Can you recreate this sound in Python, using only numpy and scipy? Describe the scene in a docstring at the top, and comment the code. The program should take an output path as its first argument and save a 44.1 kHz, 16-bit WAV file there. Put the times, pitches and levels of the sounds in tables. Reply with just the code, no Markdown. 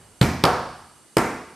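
"""Three flat hands slap a wooden table in a bare, lively room.
Each hand squeezes out a puff of air (a squared-off, decaying sine), its fingers and skin crack
on the wood (filtered noise bursts) and the table top rings (dying sines).
Discrete echoes flutter between table and ceiling; a noise tail and standing waves die away.
Under it lie a faint steady hiss and a low noise already fading in the room."""
import sys
import numpy as np
from scipy import signal
from scipy.fft import rfft, irfft
from scipy.io import wavfile
from scipy.ndimage import uniform_filter1d

SR = 44100
rng = np.random.default_rng(int(sys.argv[2]) if len(sys.argv) > 2 else 0)


def persist_wave(psi):
    """Save psi, clipped to +-1, as 16-bit WAV."""
    counts = np.round(np.clip(psi, -1, 1) * 32767).astype(np.int16)
    wavfile.write(sys.argv[1], SR, np.atleast_2d(counts).T)


N = 68355
HZ, T = np.fft.rfftfreq(2 * N, 1 / SR), np.arange(N) / SR

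# Likeness of left and right in the room. Each row: frequency in Hz, likeness 0-1.
ROOM_LIKENESS = [(100, .998), (500, .99), (1200, 0.95), (2500, 0.92), (5000, 0.87), (9000, 0.68),
                 (14000, 0.56)]

HISS_DB, HISS_RIGHT_DB, HISS_EDGE_HZ = -54, 1.1, 12400
LINGER_DB, LINGER_FALL_DB_PER_S = -50, 46
PUFF_RISE_CYCLES, PUFF_DECAY_CYCLES, PUFF_STEEPNESS = 0.26, 0.16, 2.26
CRACK_RISE_S, CRACK_DECAY_S, FINGERS_S = 0.0006, 0.001, 0.0036
# The walls close in after WALLS_S; scatter before that has only NEAR_SHARE of the amplitude.
WALLS_S, WALLS_RISE_S, NEAR_SHARE = 0.0103, 0.003, 0.7
EARLY_DB, EARLY_S = 3.5, 0.0057  # boost of the first scatter, and how fast its dB fade
RIPPLE_DB, RIPPLE_SPACING_HZ = 2.5, 44.9
MODE_RISE_S = 0.028
MIC_RIGHT_DB, PEAK_LIMIT = 1, 0.71
LOW_CUT_HZ, HIGH_CUT_HZ = 55, 14400


def amp(db):
    """Decibels to gain."""
    return 10 ** (np.asarray(db) / 20)


def right_louder(db):
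    """Left and right gains that put the right db above the left."""
    return amp([[-db / 2], [db / 2]])


def evened(x):
    """Scales to an rms of one."""
    return x / np.sqrt(np.mean(x ** 2) + 1e-20)


def read(points, hz):
    """Interpolates a table on a log-frequency axis."""
    f, value = np.transpose(points)
    return np.interp(np.log(hz + 1), np.log(f), value)


def add(mix, start_s, sound):
    """Adds a sound into the mix from start_s on."""
    part = mix[:, max(round(start_s * SR), 0):]
    part += sound[..., :part.shape[1]]


def colour(x, db):
    """Causal minimum-phase filter with this gain curve, scaled to unit power."""
    cepstrum = irfft(np.log(evened(amp(db))))
    response = np.exp(rfft(2 * cepstrum[:N], 2 * N) - cepstrum[0])
    return irfft(rfft(x, 2 * N) * response)[..., :N]


def pair(likeness):
    """White noise at two close microphones: a shared part plus an opposed part."""
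    a, b = rfft(rng.standard_normal((2, 2 * N)))
    c = np.clip(read(likeness, HZ), 0, 0.9995)
    mid = a * np.sqrt((1 + c) / 2)
    side = b * np.sqrt((1 - c) / 2)
    return irfft([mid + side, mid - side])[:, :N]


def flatten(x, size):
    """Evens out the broad humps in a noise burst's spectrum over size bins, keeping its energy."""
    z = rfft(x, 2 * N)
    power = uniform_filter1d((abs(z) ** 2).mean(0), size) + 1e-12
    return irfft(z * np.sqrt(power.mean() / power))[:, :N]


def ring(modes, weights):
    """Dying sines, each with its own weight, first swinging negative."""
    total = 0
    for (hz, db, t60_s), weight in zip(modes, weights):
        total = total + weight * amp(db - 60 * T / t60_s) * np.sin(2 * np.pi * hz * T)
    return -total


def background():
    """Steady hiss with a few narrow bands, and low coloured noise fading in the room."""
    # Hiss spectrum. Each row: frequency in Hz, relative density in dB per Hz.
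    hiss_tone = [(25, -9), (70, -25), (130, -10), (340, -8), (700, -16.5), (1300, -16.5), (2300, -21.5),
                 (5900, -22.5), (7200, -21.5), (8200, -16), (10000, -20.5), (11000, -22), (12300, -26.5)]
    # Narrow bands in the hiss. Each row: centre in Hz, width in Hz, boost in dB.
    hiss_bands = [(2930, 60, 11), (4520, 140, 7), (6150, 27, 16), (7530, 100, 8), (8630, 340, 4.5),
                  (9500, 130, 10), (9980, 120, 4.5)]
    # Likeness of left and right hiss. Each row: frequency in Hz, likeness 0-1.
    hiss_likeness = [(100, 0.7), (1000, 0.84), (4000, 0.7), (10000, 0.52)]
    # Lingering noise spectrum. Each row: frequency in Hz, relative density in dB per Hz.
    linger_tone = [(40, -4.5), (90, -5), (160, -8), (300, -17.5), (900, -15.5), (2500, -28), (8000, -45)]

    bands_db = sum(db * np.exp(-((HZ - hz) / width_hz) ** 2) for hz, width_hz, db in hiss_bands)
    edge_db = np.clip((HZ - HISS_EDGE_HZ) / 20, 0, 50)
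    hiss = evened(colour(pair(hiss_likeness), read(hiss_tone, HZ) + bands_db - edge_db))
    linger = colour(pair(ROOM_LIKENESS), read(linger_tone, HZ))
    fade = amp(LINGER_DB - LINGER_FALL_DB_PER_S * T)
    return amp(HISS_DB) * hiss * right_louder(HISS_RIGHT_DB) + linger * fade


def puff(at_s, hz):
    """Pressure builds under the falling hand, flips to suction at contact and swings back."""
    cycles = (T - at_s) * hz
    rise = np.minimum(cycles, 0) / PUFF_RISE_CYCLES
    decay = np.maximum(cycles, 0) / PUFF_DECAY_CYCLES
    wave = -np.tanh(PUFF_STEEPNESS * np.sin(2 * np.pi * cycles))
    return wave * np.exp(rise - decay) * (cycles > -0.5) * 2


def crack(at_s, db, lead_s, fingers_db, skin_tone):
    """Finger noise starts lead_s early and swells to contact, where the palm's skin cracks on the wood."""
    t = T - at_s
    palm = np.exp(-np.maximum(t, 0) / CRACK_DECAY_S + np.minimum(t, 0) / CRACK_RISE_S)
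    fingers = (t > -lead_s) * np.exp(-abs(t) / FINGERS_S)
    burst = pair(ROOM_LIKENESS) * (amp(db) * palm + amp(fingers_db) * fingers)
    return colour(flatten(burst, size=4000), read(skin_tone, HZ))


def table(drive_hz, width):
    """The top is pushed down and rings, most of all near the pitch that the hand drives."""
    # Table-top modes. Each row: frequency in Hz, relative level in dB, t60 in seconds.
    table_modes = [(126.4, 3, 0.096), (164.3, -3.5, 0.24), (188, -8.5, .2), (254.2, -8.5, .25),
                   (291.4, -10, 0.32), (337, -2, 0.15), (433, -1.5, 0.087), (514.5, 0.5, 0.086),
                   (542, -4.5, 0.065), (667, -2, 0.093), (875, -5, 0.17), (1158, -6, 0.33),
                   (1246, -11, 0.44), (1355, -2, 0.35)]
    ratio = np.array(table_modes)[:, 0] / drive_hz
    return ring(table_modes, 1 / np.hypot(1, (ratio - 1 / ratio) / width))


def room(tone):
    """Scatter from nearby bodies, then dense wall echoes, each band dying at its own speed."""
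    # Room decay. Each row: frequency in Hz, t60 in seconds.
    room_t60 = [(70, 1), (200, 0.63), (500, 0.59), (1000, 0.75), (2500, 0.74), (5000, 0.92), (9000, 0.49),
                (12500, 0.47), (14200, 0.54)]
    hz, t, z = signal.stft(pair(ROOM_LIKENESS), SR, nperseg=256)
    decay = amp(-60 * t / read(room_t60, hz)[:, None])
    tail = signal.istft(z * decay, SR, nperseg=256)[1][:, :N]

    walls = np.clip((T - WALLS_S) / WALLS_RISE_S, 0, 1)
    density = NEAR_SHARE + (1 - NEAR_SHARE) * walls
    early = amp(EARLY_DB * np.exp(-np.maximum(T - WALLS_S, 0) / EARLY_S))

    # Each slap's tail gets its own random uneven ripple across pitch, gentler in the bass.
    bumps = rng.standard_normal(size=2000)
    ripple = np.interp(HZ / RIPPLE_SPACING_HZ, np.arange(len(bumps)), bumps)
    ripple_db = RIPPLE_DB * ripple * HZ / (HZ + 800)
    return colour(flatten(tail, size=200) * density * early, read(tone, HZ) + ripple_db)


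def standing_waves(tone):
    """The room's strongest modes, weighted by the hand's spectrum, build up and hang on."""
    # Room modes. Each row: frequency in Hz, relative level in dB, t60 in seconds.
    room_modes = [(70.4, -14, 0.48), (82.8, -11.5, 0.92), (133.06, -11.5, 0.8), (173.5, -12.5, 0.67),
                  (224.4, -8, 0.51), (240.5, -16.5, 0.84), (300, -18, 0.32), (336, -18.5, 0.86),
                  (385.6, -7, 0.47), (495, -12, 0.61), (721.6, -5, 0.5), (741, -13, 0.7), (921, -3.5, 0.43),
                  (1052, -11.5, 0.56)]
    weights = amp(read(tone, np.array(room_modes)[:, 0]))
    return ring(room_modes, weights) * (1 - np.exp(-T / MODE_RISE_S))


def slaps():
    """Each slap is puff, crack and table ring, with flutter echoes and a room tail."""
    # Slaps. Each row: contact in seconds, puff level in dB, puff pitch in Hz, crack level in dB,
    # crack louder on the right in dB, finger lead in seconds, finger level in dB, table ring level
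    # in dB, most driven pitch in Hz, drive width as a ratio, room level in dB, standing waves in dB.
    slap_rows = [(.2150, -10.5, 131, -11, -0.5, 0.0037, -19, -9.5, 131, 1.3, -18.5, -13),
                 (.4396, -10, 297, -3, 0, .0021, -36, -17.5, 392, 4.7, -14.5, -12),
                 (1.1697, -5.5, 306, -6, -0.5, 0.0013, -31, -15.5, 390, 1.42, -18, -17)]
    # Skin crack spectra, one table per slap. Each row: frequency in Hz, relative density in dB per Hz.
    skin_tones = [
        [(300, -0.5), (1350, 5), (1900, -9), (2800, 1), (4200, 4), (5600, -18), (8200, -6), (9800, -19),
         (14000, -20)],
        [(300, -3), (1100, 7.5), (2000, -4), (3000, 6.5), (4000, 2), (5000, 9.5), (6500, -11.5), (14000, -12)],
        [(300, 13.5), (1400, -24), (2400, 7), (4000, -7), (5000, 5.5), (6500, -17), (8800, 4), (10200, -15.5),
         (14000, -9)],
    ]
    # What each hand sends into the room. 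Each row: frequency in Hz, relative density in dB per Hz.
    heavy_palm = [(35, -16), (55, 0), (80, -1.5), (170, 0), (300, -1.5), (560, -10.5), (950, -9.5),
                  (1700, -15), (2250, -11.5), (2900, -22.5), (5600, -23.5), (7500, -28), (14000, -34)]
    cupped_palm = [(35, -9), (55, -8), (80, -8.5), (200, -9.5), (450, -3.5), (800, -2), (1200, -2),
                   (1900, -15), (3600, -24.5), (5200, -23), (6800, -31.5), (10000, -33), (14000, -42)]
    flat_palm = [(35, -18), (55, -5.5), (100, -11.5), (180, -3), (320, 2), (560, -3.5), (850, -2),
                 (1400, -5), (2200, -9), (3300, -25), (5000, -24), (8600, -24.5), (14000, -34.5)]
    # Ceiling, table and wall echoes. Each row: delay in seconds, puff gain in dB, crack gain in dB.
    echoes = [(.0049, -10.5, -34), (0.013, -14.5, -11), (.0140, -26, -15.5), (.0153, -24.5, -12),
              (.0240, -13, -21), (0.0376, -25, -21)]

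    out = np.zeros((2, N))
    for row, skin_tone, tone in zip(slap_rows, skin_tones, (heavy_palm, cupped_palm, flat_palm)):
        at_s, puff_db, puff_hz, crack_db, right_db, lead_s, fingers_db = row[:7]
        ring_db, drive_hz, width, room_db, standing_db = row[7:]
        air = amp(puff_db) * puff(at_s, puff_hz)
        skin = crack(at_s, crack_db, lead_s, fingers_db, skin_tone) * right_louder(right_db)
        out += air + skin
        for delay_s, air_db, skin_db in echoes:
            add(out, delay_s, amp(air_db) * air + amp(skin_db) * skin)
        add(out, at_s, amp(ring_db) * table(drive_hz, width))
        add(out, at_s, amp(room_db) * room(tone) + amp(standing_db) * standing_waves(tone))
    return out


def scene():
    """Slaps over the quiet room."""
    return slaps() + background()


def record(dry):
    """The right is raised, peaks are rounded off, deep bass is dropped and the treble is cut."""
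    heard = dry * right_louder(MIC_RIGHT_DB)
    rounded = heard / (1 + (heard / PEAK_LIMIT) ** 6) ** (1 / 6)
    high_pass = signal.butter(2, LOW_CUT_HZ, "high", fs=SR, output="sos")
    thin = signal.sosfilt(high_pass, rounded)
    low_pass = signal.firwin(511, HIGH_CUT_HZ, window=("kaiser", 9), fs=SR)
    return signal.oaconvolve(thin, low_pass[None], "same")


dry = scene()
out = record(dry)
persist_wave(out)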